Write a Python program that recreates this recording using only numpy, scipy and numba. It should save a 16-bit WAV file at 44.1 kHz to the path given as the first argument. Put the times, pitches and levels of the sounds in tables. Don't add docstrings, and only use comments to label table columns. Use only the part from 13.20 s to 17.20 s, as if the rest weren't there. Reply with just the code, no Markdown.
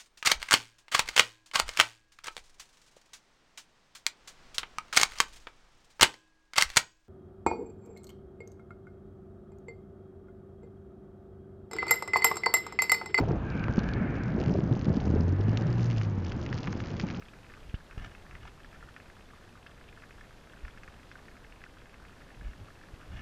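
import sys
import numpy as np
from scipy import signal
from scipy.fft import rfft, irfft
from scipy.io import wavfile
from scipy.ndimage import uniform_filter1d
from numba import njit

SR = 44100
rng = np.random.default_rng(int(sys.argv[2]) if len(sys.argv) > 2 else 0)


def master_out(mix):
    frames = np.transpose(np.atleast_2d(mix))
    ceiling = np.clip(frames, -1, 1)
    pcm = np.round(ceiling * 32767).astype(np.int16)
    wavfile.write(sys.argv[1], SR, pcm)


N = 176400


def undb(db):
    return 10 ** (np.asarray(db) / 20)


def unit(x):
    return x / np.sqrt(np.mean(x ** 2) + 1e-20)


def curve(table, column=1):
    rows = np.array(table, float)
    return np.interp(np.arange(N) / SR, rows[:, 0], rows[:, column])


def colour(x, points):
    rows, size = np.array(points, float), 2 * len(x)
    hz = np.maximum(np.arange(size // 2 + 1) * SR / size, 1)
    gain_db = np.interp(np.log(hz), np.log(rows[:, 0]), rows[:, 1])
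    cepstrum = irfft(np.log(undb(gain_db)))
    cepstrum[1:size // 2] *= 2
    cepstrum[size // 2 + 1:] = 0
    return irfft(rfft(x, size) * np.exp(rfft(cepstrum)))[:len(x)]


def hump(centre_hz, octaves):
    hz = np.geomspace(20, 12000, 40)
    offset = np.log2(hz / centre_hz) / octaves
    return np.column_stack([hz, -10 * np.log10(1 + offset ** 4)])


def walk(rate_hz):
    hold = max(int(SR / rate_hz), 1)
    steps = rng.standard_normal(1024)
    stairs = steps[np.arange(N) // hold % len(steps)]
    return unit(uniform_filter1d(uniform_filter1d(stairs, hold), hold))


def grains(per_s, spread_db, max_db):
    hit = rng.random(N) < per_s / SR
    size_db = np.minimum(spread_db * rng.exponential(size=N), max_db)
    return hit * np.sign(rng.standard_normal(N)) * undb(size_db)


@njit
def svf(x, hz, width_hz):
    y, band_state, low_state = np.empty(len(x)), 0., 0.
    for i in range(len(x)):
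        g, damping = np.tan(np.pi * hz[i] / SR), width_hz[i] / hz[i]
        band = (band_state + g * (x[i] - low_state)) / (1 + g * (g + damping))
        band_state = 2 * band - band_state
        low_state += 2 * g * band
        y[i] = damping * band
    return y


def noise_band(hz, width_hz):
    hz, width_hz = hz * np.ones(N), width_hz * np.ones(N)
    once = svf(rng.standard_normal(N), hz, width_hz)
    return unit(svf(once, hz, width_hz) / np.sqrt(width_hz))


def exhaust():
    # t/s, firing rate/Hz, level/dB
    revs = [(0, 62.5, -39), (1.65, 60, -45.5), (1.87, 73.1, -28.5), (2.05, 87, -26.5), (2.17, 96.6, -27.5),
            (2.28, 104.6, -24.5), (2.39, 115.2, -31.5), (2.46, 116.3, -25), (2.58, 119, -28),
            (2.75, 113.9, -26), (3.0, 92, -32.5), (3.12, 84.4, -35), (3.3, 67.5, -45.5), (4.0, 60.8, -68)]
    # multiple of firing rate, level/dB
    orders = [(.5, -19), (1, 1), (1.5, -13.5), (2, -18), (3, -32.5)]
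    wobble, flutter_db = .014, 1.3
    firing_hz = curve(revs) * (1 + wobble * walk(24.84))
    phase = 2 * np.pi * np.cumsum(firing_hz) / SR
    tone = np.zeros(N)
    for order, db in orders:
        gain = undb(db + flutter_db * walk(55))
        tone += gain * np.sin(order * phase + 2 * np.pi * rng.random())
    return unit(tone) * undb(curve(revs, column=2))


def rumble():
    # f/Hz, level/dB
    spectrum = [(20, -17.5), (35, -5.5), (60, -3.5), (105, 4.5), (160, 1.5), (230, -3.5), (345, -9),
                (520, -15), (1000, -21.5), (1400, -25), (2200, -35), (3800, -39), (5500, -60), (7400, -49)]
    # t/s, level/dB
    envelope = [(0, -33), (.8, -33.5), (1.6, -37.5), (2.4, -33), (2.9, -35), (3.3, -35), (4.0, -36.5)]
    hum_db, wander_db = -53.5, .44
    hum = undb(hum_db) * noise_band(hz=340, width_hz=31)
    noise = unit(colour(rng.standard_normal(N), spectrum))
    return noise * undb(curve(envelope) + wander_db * walk(12)) + hum


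def buffeting():
    # t/s, level/dB
    gusts = [(0, -17.5), (.06, -37), (.11, -24.5), (.21, -39.5), (.66, -34.5), (.79, -29.5), (.97, -34.5),
             (1.11, -33.5), (1.32, -27), (1.46, -33), (1.52, -30), (1.63, -34), (1.69, -29), (1.81, -30),
             (1.95, -29), (2.2, -38.5), (2.33, -32.5), (2.7, -44), (3.1, -52.5), (4.0, -42.5)]
    # f/Hz, gain/dB
    response = [(20, -3), (40, -8.5), (80, -1.5), (160, -1), (300, -7.5), (500, -16.5), (800, -24),
                (1300, -35), (2500, -39), (7000, -70)]
    # centre f/Hz, gain/dB
    eddies = [(60, 2), (120, 0.5), (220, 1.5), (400, 0), (750, 2.5), (1600, 0.5)]
    flutter_db = 2.5
    puffs = np.zeros(N)
    for hz, db in eddies:
        impulses = grains(per_s=500, spread_db=3.5, max_db=9)
        puffs += colour(impulses, hump(hz, octaves=.5)) * undb(db + flutter_db * walk(50))
    return unit(colour(puffs, response)) * undb(curve(gusts))


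def ice_crackle():
    # t/s, level/dB
    envelope = [(0, -49.5), (.11, -62.5), (.2, -72), (.3, -64), (.7, -56), (.8, -75), (1.06, -62.5),
                (1.16, -58.5), (1.85, -55.5), (2.05, -62.5), (2.3, -60.5), (2.42, -56.5), (2.81, -51),
                (2.89, -62.5), (3.02, -59.5), (3.08, -57), (3.2, -56.5), (3.45, -53.5), (4.0, -55.5)]
    # f/Hz, gain/dB
    response = [(300, -25.5), (1000, -2.5), (2000, 0), (3000, 3), (3700, 1.5), (5000, -1), (6300, 0.5),
                (7400, -1.5)]
    # t/s, rate per size/(1/s)
    density = [(0, 70), (2.2, 100), (2.7, 210), (4.0, 210)]
    # centre f/Hz, gain/dB
    sizes = [(1500, 0), (2700, 6), (4500, -0.5), (6000, -2.5)]
    cluster_db, smear_s, hiss_db = 1.5, .0003, -10
    clusters = undb(cluster_db * walk(45))
    pole, per_s = np.exp(-1 / (SR * smear_s)), curve(density)
    crackle = np.zeros(N)
    for hz, db in sizes:
        ticks = grains(per_s, spread_db=7, max_db=17.5) / np.sqrt(per_s)
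        energy = signal.lfilter([1], [1, -pole], ticks ** 2)
        crumbs = np.sqrt(energy) * rng.standard_normal(N)
        crackle += undb(db) * colour(crumbs, hump(hz, octaves=.66))
    crackle = unit(colour(crackle * clusters, response))
    hiss = unit(colour(rng.standard_normal(N), hump(2800, octaves=.59)))
    return (crackle + undb(hiss_db) * hiss) * undb(curve(envelope))


def handling_thumps():
    # t/s, envelope peak/dB, f/Hz, ring/cycles
    knocks = [(.036, -26, 704, 2.3), (.088, -24, 150, 2.2), (0.11, -22.5, 410, 1.9),
              (.303, -22.5, 170, 1.6), (.354, -22, 198, 1.3), (.404, -26, 168, 0.78), (.494, -20, 110, 2.3),
              (0.581, -12, 198, 1.43), (.773, -22.5, 190, 1.6), (.815, -24, 169, 1.3),
              (1.182, -19, 320, 1.3), (1.205, -28, 475, 3), (1.276, -21, 121.5, 1.6), (1.287, -24, 310, 3),
              (1.298, -20.5, 176, 4.5), (1.348, -22.5, 396, 4.4), (1.354, -26, 616, 3.7),
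              (1.385, -18, 148, 1.4), (1.388, -21.5, 361, 2.9), (1.433, -21.5, 212, 2),
              (1.513, -21, 119, 2.4), (1.532, -24.5, 356, 2.4), (1.565, -25, 220, 1.8),
              (1.669, -21.5, 220, 1.4), (1.683, -13, 177, 1.5), (1.702, -13.5, 160, 1.3),
              (1.72, -22, 85, 2.5), (1.771, -19, 243, 2.8), (1.873, -19.5, 230, 1.24),
              (1.904, -19, 195, 0.99), (1.940, -16.5, 237, 1.2), (1.959, -22.5, 407, 4.2),
              (2.003, -17.5, 178, 1.2), (2.015, -21, 206, 1.3), (2.081, -24.5, 340, 0.58),
              (2.128, -24, 290, 2.2), (2.203, -23, 330, 1.3), (2.284, -21.5, 190, 1.4),
              (2.333, -17.5, 221, 0.9), (2.464, -16.5, 144.5, 1.3), (2.582, -24.5, 170, 1.5),
              (2.978, -23, 195, 1.3), (3.168, -29.5, 280, 1.5), (3.345, -25.5, 110, 1.04),
              (3.482, -23, 165, 1.43), (3.555, -25, 228, 0.67), (3.570, -28, 177, 1.1),
              (3.737, -25.5, 162, 1.4), (3.837, -18, 172, 1.8)]
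    # f/Hz, level/dB
    scuff_spectrum = [(60, -9.5), (280, 1.5), (600, -9), (1100, -18.5), (4000, -51.5)]
    rise_cycles, scuff_db = .22, -15
    out, t = np.zeros(N), np.arange(-1024, 3072) / SR
    for at_s, db, hz, ring_cycles in knocks:
        cycles = t * hz
        rise = np.exp(-(cycles / rise_cycles) ** 2 / 2)
        fall = np.exp(-(cycles / ring_cycles) ** 2)
        envelope = undb(db) * np.where(cycles < 0, rise, fall)
        scuff = undb(scuff_db) * unit(colour(rng.standard_normal(len(t)), scuff_spectrum))
        add(out, at_s + t[0], envelope * (np.sin(2 * np.pi * cycles) + scuff))
    return out


def add(out, start_s, sound):
    at = int(round(start_s * SR)) + np.arange(len(sound))
    inside = (at >= 0) & (at < N)
    out[at[inside]] += sound[inside]


def crust_cracks():
    # t/s, peak/dB, centre f/Hz
    cracks = [(.088, -39, 4000), (.110, -29, 1000), (.118, -39, 4200), (.302, -37, 3500), (.440, -27, 1900),
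              (.483, -22, 950), (.583, -27, 1000), (.591, -27, 3500), (.689, -27.5, 1700),
              (.736, -29, 3200), (1.035, -31, 4600), (1.238, -33, 3200), (1.261, -31, 2500),
              (1.339, -31, 4200), (1.593, -34, 4600), (1.645, -34, 4400), (1.768, -33, 4200),
              (1.858, -38, 4600), (2.008, -33, 4600), (2.091, -37, 4000), (2.373, -20.5, 3100),
              (2.411, -36, 3500), (2.422, -34, 3600), (2.469, -35, 3400), (2.528, -35, 3600),
              (2.631, -33, 4400), (2.656, -35, 3300), (2.711, -34, 2600), (2.782, -28, 3600),
              (2.814, -27, 1800), (2.833, -32, 3400), (3.048, -35, 4200), (3.066, -36, 3000),
              (3.120, -28, 2200), (3.263, -29, 1800), (3.328, -24.5, 1550), (3.405, -35, 3600),
              (3.431, -33, 3200), (3.442, -32, 2000), (3.473, -23.5, 1500), (3.477, -26, 1100),
              (3.527, -30, 4600), (3.529, -30, 1300), (3.603, -26.5, 1700), (3.659, -34, 3100),
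              (3.671, -36, 3700), (3.704, -35, 3100), (3.767, -32, 3200), (3.798, -23, 2000),
              (3.803, -28, 1900), (3.813, -30, 3400), (3.887, -32, 2200), (3.902, -27, 2000),
              (3.910, -32, 2400)]
    tail_s, tail_db, skirt_db = .002, -19, 9
    out, t = np.zeros(N), np.arange(2048) / SR
    hz = np.geomspace(100, 12000, 30)
    for at_s, db, centre_hz in cracks:
        burst = rng.standard_normal(len(t)) * undb(tail_db) * np.exp(-t / tail_s)
        burst[0] += 1
        body_db = -skirt_db * np.abs(np.log2(hz / centre_hz)) ** 1.5
        snap = colour(burst, np.column_stack([hz, body_db]))
        add(out, at_s, undb(db) * snap / np.abs(snap).max())
    return out


def tyres():
    # t/s, f/Hz, level/dB, width/Hz
    slip = [(0, 1550, -71.5, 288), (.19, 1623, -64, 253), (.3, 1600, -49.5, 263), (.43, 1526, -45, 255),
            (.53, 1574, -51.5, 280), (.8, 1560, -47, 373), (1.0, 1597, -47.5, 460), (1.3, 1570, -54.5, 478),
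            (1.9, 1550, -59, 588), (2.42, 1730, -52.5, 720), (2.9, 1620, -63, 630), (4.0, 1487, -55.5, 701)]
    # multiple of f, multiple of width, level/dB
    resonances = [(0.829, 1.1, -6.5), (1.0, 1.0, -3.5)]
    # t/s, centre f/Hz, level/dB
    snow = [(.15, 2530, -76), (.33, 2390, -52), (.43, 2380, -52), (.52, 2350, -61), (.66, 2265, -57),
            (.8, 2120, -52.5), (.98, 2216, -52.5), (1.15, 2130, -62), (1.4, 2094, -76), (4.0, 2290, -63.5)]
    # t/s, f/Hz, level/dB
    tread = [(.2, 1620, -70), (.28, 1585, -47), (.46, 1514, -48.5), (.55, 1585, -51), (.75, 1757, -47.5),
             (.88, 1720, -55.5), (1.0, 1740, -50.5), (1.15, 1700, -73), (1.3, 1740, -85)]
    whine_wobble, whine_flutter_db, whirr_flutter_db = .025, 3.5, 1.5
    hz, width_hz = curve(slip), curve(slip, column=3)
    bands = sum(undb(db) * noise_band(k * hz, widen * width_hz) for k, widen, db in resonances)
    spray = noise_band(curve(snow), width_hz=580) * undb(curve(snow, column=2))
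    whine_hz = curve(tread) * (1 + whine_wobble * walk(220))
    whine = np.sin(2 * np.pi * np.cumsum(whine_hz) / SR)
    whine *= undb(curve(tread, column=2) + whine_flutter_db * walk(90))
    whirr = unit(bands) * undb(curve(slip, column=2) + whirr_flutter_db * walk(60))
    return whirr + spray + whine


def scene():
    distant = exhaust() + rumble() + tyres()
    close = buffeting() + handling_thumps() + crust_cracks() + ice_crackle()
    return (distant + close)[None, :]


def record(dry):
    # f/Hz, gain/dB
    response = [(20, 5.5), (60, -0.5), (1500, 0.5), (2800, 0.5), (3700, -4), (5000, 2), (6000, 0),
                (7400, -3)]
    rolloff_hz, cutoff_hz = 6900, 7450
    rolloff = signal.butter(10, rolloff_hz, fs=SR, output="sos")
    cutoff = signal.ellip(12, .3, 80, cutoff_hz, fs=SR, output="sos")
    heard = colour(dry[0], response)[None, :]
    return signal.sosfilt(cutoff, signal.sosfilt(rolloff, heard))


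dry = scene()
out = record(dry)
master_out(out)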